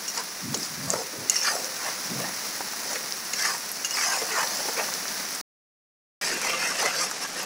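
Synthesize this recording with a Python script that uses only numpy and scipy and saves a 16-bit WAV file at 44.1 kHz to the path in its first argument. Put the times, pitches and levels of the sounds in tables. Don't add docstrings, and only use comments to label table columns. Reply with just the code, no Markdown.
import sys
import numpy as np
from scipy import signal
from scipy.io import wavfile
from scipy.ndimage import uniform_filter1d

SR = 44100
rng = np.random.default_rng(int(sys.argv[2]) if len(sys.argv) > 2 else 0)


def file_out(sig):
    cols = np.atleast_2d(sig).T
    lim = np.clip(cols, -1, 1)
    pcm = np.round(lim * 32767).astype(np.int16)
    wavfile.write(sys.argv[1], SR, pcm)


N = 328545
TIME = np.arange(N) / SR
PAUSE_START_S, PAUSE_END_S = 5.413, 6.2125


def amp(db):
    return 10 ** (np.asarray(db) / 20)


def unit_rms(x):
    return x / np.sqrt(np.mean(x ** 2) + 1e-20)


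def spectrum_db(spectrum, hz):
    f, db = np.transpose(spectrum)
    return np.interp(np.log(hz + 1), np.log(f), db)


def add(mix, start_s, peak_db, sound):
    part = mix[round(start_s * SR):][:len(sound)]
    part += amp(peak_db) * sound[:len(part)] / abs(sound).max()


def colour(x, spectrum):
    log_gain = np.log(amp(spectrum_db(spectrum, abs(np.fft.fftfreq(4096, 1 / SR)))))
    response = np.fft.ifft(np.exp(np.conj(signal.hilbert(log_gain)))).real
    return unit_rms(signal.oaconvolve(x, response[:len(response) // 2])[:len(x)])


def wander(hz):
    knots = np.arange(0, TIME[-1], .5 / hz)
    return unit_rms(np.interp(TIME, knots, rng.standard_normal(N)[:len(knots)]))


def clicks(per_s, spread_db):
    size = amp(spread_db * np.minimum(rng.exponential(1, N), 6))
    return unit_rms(size * rng.choice([-1, 1], N) * (rng.random(N) < per_s / SR))


def burst(t, decay_s):
    return rng.standard_normal(len(t)) * np.exp(-t / decay_s)


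# t/s, level/dB
FRY_LEVEL = [(0.0, -34), (1.25, -34), (1.6, -32), (2.1, -31), (2.85, -31.5), (3.65, -33), (4.27, -31.5),
             (4.75, -29), (5.4, -31.5), (6.2, -31.5), (7.45, -34)]
# f/Hz, level/dB
WET_FRY_SPECTRUM = [(30, 3), (80, -20), (130, -10.5), (200, -2), (320, -5.5), (550, -4.5), (1900, -2),
                    (3250, -10), (4700, -2), (5800, 2), (7300, -8.5), (9400, -11), (10500, -5.5),
                    (12100, -18), (15000, -8.5)]
DULL_FRY_SPECTRUM = [(30, 13), (80, -33.5), (170, 5), (330, 0.5), (600, 2), (1900, 1), (3400, -4),
                     (5700, 3), (7400, -4.5), (10500, -9), (12500, -17), (15500, -17)]

def sizzle():
    bubbles = clicks(per_s=16000, spread_db=2.4) * amp(.7 * wander(hz=45))
    hiss = np.where(TIME < PAUSE_START_S,
                    colour(bubbles, WET_FRY_SPECTRUM), colour(bubbles, DULL_FRY_SPECTRUM))
    prickle = colour(clicks(per_s=66, spread_db=2), [(2000, -24), (5500, -2), (14000, -2.5)])
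    blips = colour(clicks(per_s=40, spread_db=3), [(300, -25.5), (950, -5), (1900, 1.5), (3000, -27)])
    level_db = np.interp(TIME, *np.transpose(FRY_LEVEL))
    return amp(level_db) * (hiss + amp(-13) * prickle + amp(-21.5) * blips)


# f/Hz, level/dB, t60/s
STEEL_MODES = [(524, -25.5, 0.64), (760, -22, 0.11), (964, -23, 0.3), (1205, -12.5, 0.12),
               (1650, -17.5, 0.053), (1855, -11, 0.18), (2084, -7.5, 0.097), (2740, -8.5, 0.13),
               (4380, -1.5, 0.11), (5520, 1.5, 0.073), (5600, -2, 0.041), (6140, 3.5, 0.049),
               (6740, 3.5, 0.05), (10500, -5, 0.045)]

def struck_steel(tilt_db_per_oct, damping=1):
    t = np.arange(SR // 6) / SR
    out = np.zeros(len(t))
    for hz, db, t60_s in STEEL_MODES:
        envelope = amp(db + tilt_db_per_oct * np.log2(hz / 5000) - 60 * damping * t / t60_s)
        out += envelope * np.sin(2 * np.pi * (hz * t + rng.random()))
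    return out


def rubbed_steel(drive, drift_db=5.5):
    out, t = np.zeros(N), np.arange(SR // 6) / SR
    for hz, db, t60_s in STEEL_MODES:
        mode = amp(db - 4 * np.log2(hz) - 60 * t / t60_s) * np.sin(2 * np.pi * hz * t)
        drift = amp(drift_db * np.tanh(wander(hz=7)))
        out += signal.oaconvolve(drive, mode)[:N] * drift
    return drive.std() * unit_rms(out)


# t/s, peak/dB, tilt/(dB/oct), contact decay/s, ping re clack/dB, clack f/Hz
CLINKS = [(0.079, -16, 8, 0.022, -17, 5600), (0.1754, -15, 1, 0.0058, -14, 5600),
          (0.544, -11.5, -2.5, 0.0058, -28, 6730), (1.2974, -1, 16, 0.0048, -16.5, 6800),
          (1.3638, -12.5, -0.5, 0.0052, -11, 5560), (3.334, -12.5, -1.5, 0.0066, -18, 6940),
          (3.8465, -12.5, -2, 0.012, -5, 6440), (3.9082, -16, 2, 0.003, -13, 5600)]

def clinks(ping_hz=2830, ping_t60_s=0.085):
    out, t = np.zeros(N), np.arange(SR // 6) / SR
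    ping = unit_rms(amp(-60 * t / ping_t60_s) * np.sin(2 * np.pi * ping_hz * t))
    for at_s, peak_db, tilt, contact_s, ping_db, hz in CLINKS:
        chatter = burst(t, contact_s)
        choked = unit_rms(signal.fftconvolve(chatter, struck_steel(tilt, damping=13))[:len(t)])
        crack = colour(chatter, [(f, db + tilt * np.log2(f)) for f, db in RASP_SPECTRUM])
        struck_spot = [(hz / 1.14, 0), (hz, 9), (hz * 1.14, 0)]
        clack = colour(choked + amp(-4.5) * crack, struck_spot)
        ring = unit_rms(struck_steel(tilt_db_per_oct=4))
        add(out, at_s, peak_db, clack + amp(-9.5) * ring + amp(ping_db) * ping)
    return out


# f/Hz, level/dB
DRAG_SPECTRUM = [(90, -31.5), (170, -2), (500, 7), (1100, -2.5), (1800, 2), (2700, 3), (3300, -2.5),
                 (6000, -15)]

def drag(hollow_hz):
    slips = clicks(per_s=4000, spread_db=2) * amp(2 * wander(hz=70.46))
    hz, t, spectra = signal.stft(slips, SR, nperseg=512)
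    offset_oct = np.log2((hz[:, None] + 1) / np.interp(t, TIME, hollow_hz))
    slope_db_per_oct = np.where(t < PAUSE_START_S, 11, 7)
    hollow = amp(spectrum_db(DRAG_SPECTRUM, hz)[:, None] - slope_db_per_oct * np.hypot(offset_oct, .35))
    hollow /= np.linalg.norm(hollow, axis=0)
    return unit_rms(signal.istft(spectra * hollow, SR)[1][:N])


# f/Hz, level/dB
RASP_SPECTRUM = [(100, -26.5), (2000, -18), (3600, -16), (4600, -1), (5700, 2), (7000, -3), (8000, -5.5),
                 (9300, -11.5), (10500, -8), (12300, -17.5), (15500, -24.5)]

def rasp():
    slips = clicks(per_s=5000, spread_db=2.5) * amp(4 * np.tanh(wander(hz=110) / 2))
    return colour(slips, RASP_SPECTRUM)


# hardest push t/s, rise/s, fall/s, drag/dB, rasp/dB, hollow f/Hz
STROKES = [(0.198, 0.058, 0.03, -33.5, -32, 1010), (0.64, 0.05, 0.058, -45, -33, 1300),
           (0.972, 0.13, 0.086, -34.5, -33.5, 700), (1.335, 0.032, 0.19, -39, -29.5, 1050),
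           (1.475, 0.058, 0.075, -30, -26.5, 1550), (1.56, 0.1, 0.1, -35, -34, 717),
           (1.887, 0.11, 0.038, -33, -35.5, 1000), (2.24, 0.065, 0.054, -34, -43, 850),
           (2.955, 0.11, 0.022, -35.5, -32, 900), (3.465, 0.11, 0.11, -32.5, -26, 1300),
           (4.04, 0.12, 0.1, -29, -28, 1500), (4.125, 0.055, 0.11, -30.5, -28, 1300),
           (4.379, 0.074, 0.086, -26.5, -35, 1120), (4.66, 0.94, 0.075, -41, -33, 700),
           (4.795, 0.028, 0.037, -26, -44, 1000), (6.275, 0.12, 0.14, -30, -31, 1464),
           (6.49, 0.082, 0.09, -28.5, -31.5, 1600), (6.655, 0.085, 0.12, -30, -29, 1500),
           (6.842, 0.086, 0.091, -25.5, -28, 1200), (7.025, 0.12, 0.058, -29.5, -28, 1460),
           (7.243, 0.027, 0.028, -31, -32, 1100), (7.41, 0.066, 0.04, -33.5, -35, 1190)]

def stroke_curves(idle_db=-59.5, idle_hz=1200, edge_lead_s=0.0065, glide_oct_per_s=-2):
    t = TIME[::64]
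    drag_power = rasp_power = np.full(len(t), amp(idle_db) ** 2)
    weighted_oct = drag_power * np.log2(idle_hz)
    for at_s, rise_s, fall_s, drag_db, rasp_db, hz in STROKES:
        age_s = t - at_s + np.array([[0], [edge_lead_s]])
        heap_db, edge_db = -11.5 * np.maximum(-age_s / rise_s, age_s / fall_s) ** 2.16
        push_power = amp(drag_db + heap_db) ** 2
        drag_power = drag_power + push_power
        rasp_power = rasp_power + amp(rasp_db + edge_db) ** 2
        pitch_oct = np.log2(hz) + glide_oct_per_s * np.clip(t - at_s, -rise_s, fall_s)
        weighted_oct += push_power * pitch_oct
    hollow_hz = 2 ** (weighted_oct / drag_power)
    return [np.interp(TIME, t, curve) for curve in (drag_power ** .5, rasp_power ** .5, hollow_hz)]


def strokes():
    drag_gain, rasp_gain, hollow_hz = stroke_curves()
    friction = drag_gain * drag(hollow_hz) + rasp_gain * rasp()
    _, _, spectra = signal.stft(friction, SR, nperseg=512, noverlap=384)
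    patch = np.outer(np.hanning(4), np.hanning(31))
    resonances = unit_rms(signal.fftconvolve(rng.standard_normal(spectra.shape), patch, "same"))
    uneven = spectra * amp(13.8 * np.tanh(resonances / 2))
    uneven *= np.linalg.norm(spectra, axis=0) / (np.linalg.norm(uneven, axis=0) + 1e-20)
    scrape = signal.istft(uneven, SR, noverlap=384)[1][:N]
    ring_db = np.where(TIME < PAUSE_START_S, -9, -8.5)
    return amp(-0.5) * scrape + amp(ring_db) * rubbed_steel(scrape)


# f/Hz, level/dB
THUD_SPECTRUM = [(75, -35), (112, -2.5), (210, -2), (300, -8), (430, -19), (1500, -50.5)]
# t/s, rise/s, hold/s, release/s, level/dB, f/Hz
THUDS = [(0.411, 0.032, 0.042, 0.08, -33.5, 137), (0.506, 0.02, 0.06, 0.075, -37, 185),
         (0.668, 0.18, 0.028, .11, -34.5, 125), (1.123, 0.016, 0.07, .18, -40.5, 310),
         (1.153, 0.027, 0.028, .07, -43, 112), (2.087, 0.029, 0.034, 0.12, -30.5, 167)]

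def thuds(release_drop_db=14):
    out = np.zeros(N)
    for start_s, rise_s, hold_s, release_s, db, hz in THUDS:
        age_s = TIME - start_s
        fade_db = release_drop_db * np.maximum(age_s - rise_s - hold_s, 0) / release_s
        envelope = np.clip(age_s / rise_s, 0, 1) * amp(db - fade_db)
        spectrum = [(f * hz / 150, band_db) for f, band_db in THUD_SPECTRUM]
        out += envelope * colour(rng.standard_normal(N), spectrum)
    return out


# t/s, peak/dB, knock f/Hz, grit re knock/dB
SNAGS = [(0.541, -20, 1100, -4), (0.935, -15, 1250, -0.5), (1.357, -16.5, 2000, 2), (1.448, -18, 1700, -8),
         (1.479, -16, 1510, -12), (3.4515, -12, 1530, -3), (3.970, -15, 1940, -3), (3.984, -18, 1750, -12),
         (4.011, -14.5, 1850, -4), (4.024, -15, 1840, 1), (4.036, -15.5, 1600, -1), (4.408, -15.5, 1210, 5),
         (4.431, -15, 1600, -10), (6.415, -17, 1400, 5), (6.448, -15.5, 840, -2), (6.468, -18, 1300, -2),
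         (6.503, -17, 2300, -12), (6.813, -17, 700, 1), (6.825, -15, 950, -12), (6.858, -15.5, 1100, 3),
         (7.1124, -15.5, 1180, 1.5)]

def snags():
    out, t = np.zeros(N), np.arange(SR // 12) / SR
    for at_s, peak_db, hz, grit_db in SNAGS:
        judder = burst(t, decay_s=0.005)
        knock = colour(judder, [(hz / 3, -22), (hz, 0), (hz * 2, -17), (hz * 7, -42)])
        add(out, at_s, peak_db, knock + amp(grit_db) * colour(judder, RASP_SPECTRUM))
    return out


# t/s, peak/dB, f/Hz, decay/s
PLOPS = [(0.542, -27, 454, 0.015), (0.9355, -17.5, 468, 0.012), (1.552, -19, 600, 0.0071),
         (2.292, -23, 650, 0.0025), (2.606, -19, 970, 0.0041), (2.734, -24.5, 1090, 0.003),
         (2.925, -27, 900, 0.005), (2.956, -20.5, 2030, 0.0098), (4.215, -22.5, 482, 0.02),
         (4.603, -25, 840, 0.0065), (4.686, -20, 740, 0.011), (4.888, -21.5, 890, 0.0038)]

def plops():
    out, t = np.zeros(N), np.arange(SR // 8) / SR
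    for at_s, peak_db, hz, decay_s in PLOPS:
        resonance = [(hz / 5, -22), (hz / 1.5, -11), (hz, 0), (hz * 1.52, -12), (hz * 6, -36)]
        add(out, at_s, peak_db, colour(burst(t, decay_s), resonance))
    return out


# t/s, peak/dB, f/Hz
SPITS = [(0.5745, -16.5, 7460), (0.9034, -2.5, 6940), (1.645, -13, 5960), (3.1236, -11.5, 5170),
         (3.717, -10.5, 11500), (4.474, -13, 5050), (4.939, -11.5, 5970), (5.081, -14, 5500),
         (5.350, -15, 8000)]

def spits():
    out, t = np.zeros(N), np.arange(SR // 30) / SR
    for at_s, peak_db, hz in SPITS:
        cycles = t * hz
        snap = cycles * np.exp(1 - cycles) * np.sin(2 * np.pi * cycles)
        echoes = signal.fftconvolve(snap, burst(t, decay_s=0.015))[:len(t)]
        add(out, at_s, peak_db, snap + amp(-18) * echoes / abs(echoes).max())
    return out


# loudest t/s, swell and fade/s, level/dB, f/Hz, width/Hz
EDGE_TONES = [(1.385, 0.089, -42, 2790, 400), (1.335, 0.05, -38, 2070, 160), (1.369, 0.014, -24, 5560, 400),
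              (1.473, 0.015, -27, 4650, 350), (1.47, 0.033, -28, 1750, 200), (3.43, 0.11, -39, 1700, 70),
              (3.485, 0.059, -32.5, 1165, 160), (3.928, 0.018, -38, 2870, 70),
              (3.948, 0.014, -26.5, 5150, 200), (4.08, 0.15, -38.5, 5020, 130),
              (4.39, 0.04, -27, 1100, 450), (6.6, 0.15, -37, 2096, 40), (7.018, 0.039, -32, 5800, 450),
              (7.025, 0.024, -32, 1226, 60)]

def edge_tones():
    out = np.zeros(N)
    for at_s, swell_s, db, hz, width_hz in EDGE_TONES:
        resonator = signal.iirpeak(hz, hz / width_hz, fs=SR)
        tone = signal.lfilter(*resonator, signal.lfilter(*resonator, rng.standard_normal(N)))
        tone /= np.sqrt(uniform_filter1d(tone ** 2, size=1500) + 1e-20)
        out += tone * amp(db - 11.5 * ((TIME - at_s) / swell_s) ** 2)
    return out


def scene():
    wok = sizzle() + strokes() + edge_tones() + snags() + clinks() + spits() + plops() + thuds()
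    return np.array([wok, wok])


def record(dry, bass_cut_hz=90, band_limit_hz=15750):
    highpass = signal.butter(4, bass_cut_hz, "highpass", fs=SR, output="sos")
    thin = signal.sosfilt(highpass, dry) + amp(-21) * dry
    sounding = (TIME < PAUSE_START_S) | (TIME > PAUSE_END_S)
    gate = uniform_filter1d(sounding.astype(float), size=40)
    lowpass = signal.firwin(511, band_limit_hz, window=("kaiser", 9), fs=SR)
    return signal.oaconvolve(amp(-1.5) * thin * gate, lowpass[None], "same")


dry = scene()
out = record(dry)
file_out(out)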